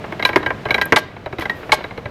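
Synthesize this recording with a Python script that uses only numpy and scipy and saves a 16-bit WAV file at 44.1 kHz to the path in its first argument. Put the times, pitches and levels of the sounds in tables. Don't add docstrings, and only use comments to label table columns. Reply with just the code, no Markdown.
import sys
import numpy as np
from scipy import signal
from scipy.fft import rfft, irfft
from scipy.io import wavfile

SR = 44100
rng = np.random.default_rng(int(sys.argv[2]) if len(sys.argv) > 2 else 0)


def wav_out(sig):
    wavfile.write(sys.argv[1], SR, np.round(np.clip(np.atleast_2d(sig).T, -1, 1) * 32767).astype(np.int16))


N = 92610

# frequency in Hz, relative spectral density in dB.
HISS_SPECTRUM = [(15, -33), (25, -7.5), (164, 0.5), (626, -4), (900, -9.5), (2380, -16.5), (4110, -25.5),
                 (9580, -44), (12600, -43), (17000, -54)]
RUST_SPECTRUM = [(1500, 10), (4500, 5.5), (8000, -11.5), (12500, -1), (17000, -30)]
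# time in seconds, relative level in dB.
HISS_LEVELS = [(0, 5), (0.9, 4), (1.08, -2), (1.3, -1.5), (1.55, 4), (2.1, 0)]
# frequency in Hz, relative spectral density in dB, time to decay by 60 dB (T60) in seconds.
ECHO_BANDS = [(99, 11, 0.35), (685, -4, 0.41), (4200, -5.5, 0.5), (8260, -5, 0.2)]
FRAME_BANDS = [(90.5, 0, 0.102), (185, -4.5, 0.097), (360, 6.5, 0.053), (1020, 2.5, 0.06),
               (1200, -5, 0.081), (1860, -3, 0.061), (2950, -11, 0.036), (4520, -30.5, 0.033),
               (8000, -46, 0.027)]
TICK_BANDS = [(970, 16.5, 0.058), (2560, 21.5, 0.047), (5340, 9, 0.04), (8100, -16, 0.11),
              (13000, -0.5, 0.067), (16000, -19, 0.024)]
CRACK_BANDS = [(100, -18, 0.08), (580, 12, 0.041), (4000, 2, 0.034), (5530, -13.5, 0.091),
               (12400, -23, 0.055), (16000, -36, 0.03)]
# frequency in Hz, relative level in dB, T60 in seconds.
RACK_MODES = [(297, -4.5, 0.069), (637, -11.5, 0.09), (860, -3.5, 0.035), (986, 6, 0.037),
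              (1280, -4, 0.061), (1597, -4, 0.11), (1916, 10.5, 0.017), (2162, 5.5, 0.033)]
WHEEL_MODES = [(613, -9.5, 0.11), (680, -7, 0.06), (872, 3, 0.045), (1110, -0.5, 0.051)]
PAWL_MODES = [(1014, -9, 0.087), (1593.5, -6.5, 0.12), (1604.6, 6.5, 0.048), (1945, -10, 0.068),
              (2256, -0.5, 0.036), (3010, -12, 0.035), (3215, -11, 0.027)]
PING_MODES = [(3780, -5, 0.017), (3918, 2, 0.029), (4170, -10, 0.011)]
# multiple of its pitch, relative level in dB, T60 in seconds.
TOOTH_MODES = [(1.001, 0.5, 0.05), (1.352, -8.5, 0.027), (1.84, -2.5, 0.027)]
# start in seconds, nominal length in seconds, level in dB.
RUST_CRUNCHES = [(0.261, 0.03, -34.5), (0.98, 0.014, -23.5), (1.394, 0.0073, -29.5), (1.404, 0.03, -35.5),
                 (1.537, 0.3, -53), (1.734, 0.014, -21)]
# start in seconds, nominal length in seconds, level in dB, pitch in Hz.
GRIT_RASPS = [(0.855, 0.0031, -25, 12450), (1.402, 0.027, -38, 3330), (1.536, 0.074, -60, 13000)]
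# start in seconds, thump level in dB, knock level in dB, knock pitch in Hz.
GATE_THUMPS = [(0.662, -29.5, -31.5, 434), (1.264, -33, -27, 620), (1.331, -32, -33, 384),
               (1.39, -29, -30, 326), (1.98, -33, -28.5, 470), (2.057, -29, -29, 609)]
# start in seconds, level in dB.
SLACK_BUMPS = [(0.401, -32.5), (0.695, -26.5), (0.858, -30.5), (1.63, -32.5), (1.692, -27), (1.783, -31),
               (1.806, -31)]
# start in seconds, levels of ring, frame knock and boom in dB, boom pitch in Hz.
RACK_KNOCKS = [(0.3589, -9.5, -14, -12.5, 394), (0.9221, -10, -9.5, -14, 442)]
# start in seconds, levels of wheel, crack, pawl ring and tooth in dB, tooth pitch in Hz.
PAWL_DROPS = [(0.9605, -16.5, -11.5, -42, -14.5, 2030), (0.9684, -16, -22.5, -16, -36, 2290),
              (1.7194, -12.5, -12, -26, -12.5, 2217), (1.7275, -19, -18.5, -21.5, -25.5, 2240)]
# start in seconds, levels of ring, frame knock and clink in dB,
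# clink pitch in Hz, levels of ping and tick in dB. Levels are relative within each column.
PAWL_SKIPS = [(0.0395, -40, -28, -55, 1880, -49, -71), (0.122, -29, -27, -30, 2170, -69, -45),
              (0.1951, -18, -26, -28.5, 2080, -41, -43), (0.2249, -20, -24.5, -18.5, 2120, -25, -33.5),
              (0.25, -4, -22, -11, 2365, -11.5, -22), (0.289, -13.5, -21.5, -40, 1910, -46, -37),
              (0.3298, -17.5, -28, -29, 1920, -52, -45), (0.4277, -29, -26, -52, 1830, -38, -50),
              (0.461, -8.5, -21.5, -19, 1944, -32.5, -38.5), (0.5034, -14, -21, -22, 1876, -55, -48),
              (0.6534, -14, -22, -45, 2230, -36, -47), (0.686, -52, -29.5, -28, 2140, -49, -47),
              (0.7064, -10, -19.5, -12, 2218, -20.5, -30), (0.743, -5.5, -19.5, -18.5, 2340, -18, -28),
              (0.7798, -12, -23, -16.5, 2010, -46, -37), (0.8133, -5, -23, -17.5, 2005, -21.5, -24.5),
              (1.164, -40, -34.5, -39.5, 2200, -52, -80), (1.2592, -44, -26.5, -45, 2150, -38, -51),
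              (1.3257, -36, -30, -33.5, 2175, -46.5, -50), (1.3841, -25, -25, -28, 2100, -37, -43),
              (1.4082, -37, -48, -27.5, 2000, -49, -38.5), (1.4192, -20.5, -27.5, -26.5, 1934, -40, -48),
              (1.4542, -19.5, -27, -22, 2035, -39, -41.5), (1.4959, -18, -27, -20, 1950, -30, -36),
              (1.8399, -24.5, -28, -35, 2050, -33.5, -47), (1.9083, -38, -32.5, -31.5, 2130, -49, -74),
              (1.9761, -64, -31, -32, 2200, -41.5, -47.5), (2.0558, -25, -32, -31, 1995, -43, -55)]

RING_RISE_S, TICK_RISE_S, THUD_RISE_S = 0.0014, 0.00009, 0.0007
BOOM_RISE_S, CLANK_RISE_S = 0.007, 0.00056
FRAME_LAG_S, LAG_REF_HZ = 0.001482, 1000
AGE = np.arange(int(0.4 * SR)) / SR


def amp(db):
    return 10 ** (np.asarray(db) / 20)


def rms(x):
    return np.sqrt(np.mean(x ** 2)) + 1e-12


def add(out, at, x):
    i = int(at * SR)
    out[i:i + len(x)] += x[:max(len(out) - i, 0)]


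def lookup(table, hz, column=1):
    table = np.array(table)
    return np.interp(np.log(np.maximum(hz, 1)), np.log(table[:, 0]), table[:, column])


def colour(x, spectrum):
    hz = np.fft.rfftfreq(len(x), 1 / SR)
    return irfft(rfft(x) * amp(lookup(spectrum, hz)), len(x))


def swell(length_s):
    u = 2 * AGE / length_s
    return (u * np.exp(1 - u)) ** 2


def build_up(x, rise_s):
    x = x * (1 - np.exp(-AGE / rise_s))
    return x / rms(x[:int(0.02 * SR)])


def ring(modes, rise_s, detune=0.0085, scatter_db=0):
    x = 0
    for k, (hz, db, t60) in enumerate(modes):
        higher, louder = rng.standard_normal(2)
        tone = np.sin(2 * np.pi * hz * (1 + detune * higher) * AGE)
        decay = np.exp(-np.log(1000) * AGE / t60)
        x = x + (-1) ** k * amp(db + scatter_db * louder) * tone * decay
    return build_up(x, rise_s)


def clatter(bands, rise_s, lag_s=0):
    hz = np.fft.rfftfreq(len(AGE), 1 / SR)
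    noise = rfft(rng.standard_normal(len(AGE)))
    edges_hz = np.geomspace(60, 18000, 36)
    x = 0
    for lo, hi in zip(edges_hz, edges_hz[1:]):
        centre = np.sqrt(lo * hi)
        delay_s = lag_s * np.sqrt(LAG_REF_HZ / lo)
        age = np.maximum(AGE - delay_s, 0)
        t60 = lookup(bands, centre, column=2)
        envelope = np.exp(-np.log(1000) * age / t60) * (1 - np.exp(-age * centre))
        band = irfft(noise * ((hz >= lo) & (hz < hi)), len(AGE)) * envelope
        gain = amp(lookup(bands, centre)) * np.sqrt(hi - lo)
        x = x + gain * band * rms(envelope) / rms(band)
    return build_up(x, rise_s)


def background_hiss(rumble_hz=105.5, width_hz=42):
    level_db = np.interp(np.arange(N) / SR, *np.array(HISS_LEVELS).T)
    hiss = colour(rng.standard_normal(N), HISS_SPECTRUM) * amp(level_db)
    off_centre = 2 * (np.fft.rfftfreq(N, 1 / SR) - rumble_hz) / width_hz
    rumble = irfft(rfft(rng.standard_normal(N)) / (1 + off_centre ** 2), N)
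    return amp(-34.5) * hiss / rms(hiss) + amp(-44.5) * rumble / rms(rumble)


def lock_echo(sound):
    response = clatter(ECHO_BANDS, rise_s=0.0014)
    return amp(-20.5) * signal.fftconvolve(sound, response / np.linalg.norm(response))[:N]


def gate(t60=0.041):
    out = np.zeros(N)
    for at, thump_db, knock_db, knock_hz in GATE_THUMPS:
        add(out, at, amp(thump_db) * ring([(107, 0, t60)], BOOM_RISE_S))
        add(out, at, amp(knock_db) * ring([(knock_hz, 0, t60)], BOOM_RISE_S))
    return out


def rust():
    out, size = np.zeros(N), len(AGE)
    for at, length_s, db in RUST_CRUNCHES:
        fractures = rng.standard_normal(size) * amp(0.81 * rng.exponential(size=size))
        crunch = colour(fractures, RUST_SPECTRUM)
        add(out, at, amp(db) * crunch / rms(crunch) * swell(length_s))
    for at, length_s, db, hz in GRIT_RASPS:
        resonance = signal.iirpeak(hz, Q=5.5, fs=SR)
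        friction = rng.standard_normal(size)
        rasp = signal.lfilter(*resonance, signal.lfilter(*resonance, friction))
        add(out, at, amp(db) * rasp / rms(rasp) * swell(length_s))
    return out


def rack(boom_t60=0.037):
    out = np.zeros(N)
    for at, ring_db, knock_db, boom_db, boom_hz in RACK_KNOCKS:
        add(out, at, amp(ring_db) * ring(RACK_MODES, THUD_RISE_S))
        add(out, at, amp(ring_db - 11.5) * clatter(TICK_BANDS, TICK_RISE_S))
        add(out, at, amp(knock_db) * clatter(FRAME_BANDS, THUD_RISE_S, FRAME_LAG_S))
        add(out, at + FRAME_LAG_S, amp(boom_db) * ring([(boom_hz, 0, boom_t60)], BOOM_RISE_S))
    for at, db in SLACK_BUMPS:
        add(out, at, amp(db) * clatter(FRAME_BANDS, RING_RISE_S))
    return out


def pawl_drops():
    out = np.zeros(N)
    for at, wheel_db, crack_db, pawl_db, tooth_db, tooth_hz in PAWL_DROPS:
        tooth = [(tooth_hz * ratio, db, t60) for ratio, db, t60 in TOOTH_MODES]
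        add(out, at, amp(tooth_db) * ring(tooth, CLANK_RISE_S))
        add(out, at, amp(crack_db) * clatter(CRACK_BANDS, CLANK_RISE_S, FRAME_LAG_S))
        add(out, at + FRAME_LAG_S, amp(wheel_db) * ring(WHEEL_MODES, rise_s=0.0011))
        add(out, at + FRAME_LAG_S, amp(pawl_db) * ring(PAWL_MODES, RING_RISE_S, detune=0))
    return out


def pawl_skips(clink_t60=0.026, sing_at=1.497, sing_hz=1890, sing_t60=0.11):
    out = np.zeros(N)
    for at, ring_db, knock_db, clink_db, clink_hz, ping_db, tick_db in PAWL_SKIPS:
        clink = amp(clink_db - 5) * ring([(clink_hz, 0, clink_t60)], rise_s=0.0032)
        ping = amp(ping_db - 4.5) * ring(PING_MODES, CLANK_RISE_S, scatter_db=4.5)
        tick = amp(tick_db + 3.5) * clatter(TICK_BANDS, TICK_RISE_S)
        knock = amp(knock_db) * clatter(FRAME_BANDS, RING_RISE_S, FRAME_LAG_S)
        ringing = amp(ring_db - 10) * ring(PAWL_MODES, RING_RISE_S, detune=0.003, scatter_db=4.5)
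        add(out, at, clink + ping + tick + knock)
        add(out, at + FRAME_LAG_S, ringing)
    add(out, sing_at, amp(-20.5) * ring([(sing_hz, 0, sing_t60)], RING_RISE_S, detune=0))
    return out


def scene():
    direct = pawl_skips() + rack() + gate() + pawl_drops() + rust()
    return (direct + lock_echo(direct) + background_hiss())[None]


def record(dry, ceiling=1.13, knee=3.26, top_hz=17000):
    rounded = dry / (1 + np.abs(dry / ceiling) ** knee) ** (1 / knee)
    lowpass = signal.ellip(8, 0.2, 70, top_hz, fs=SR, output="sos")
    return signal.sosfilt(lowpass, rounded)


dry = scene()
out = record(dry)
wav_out(out)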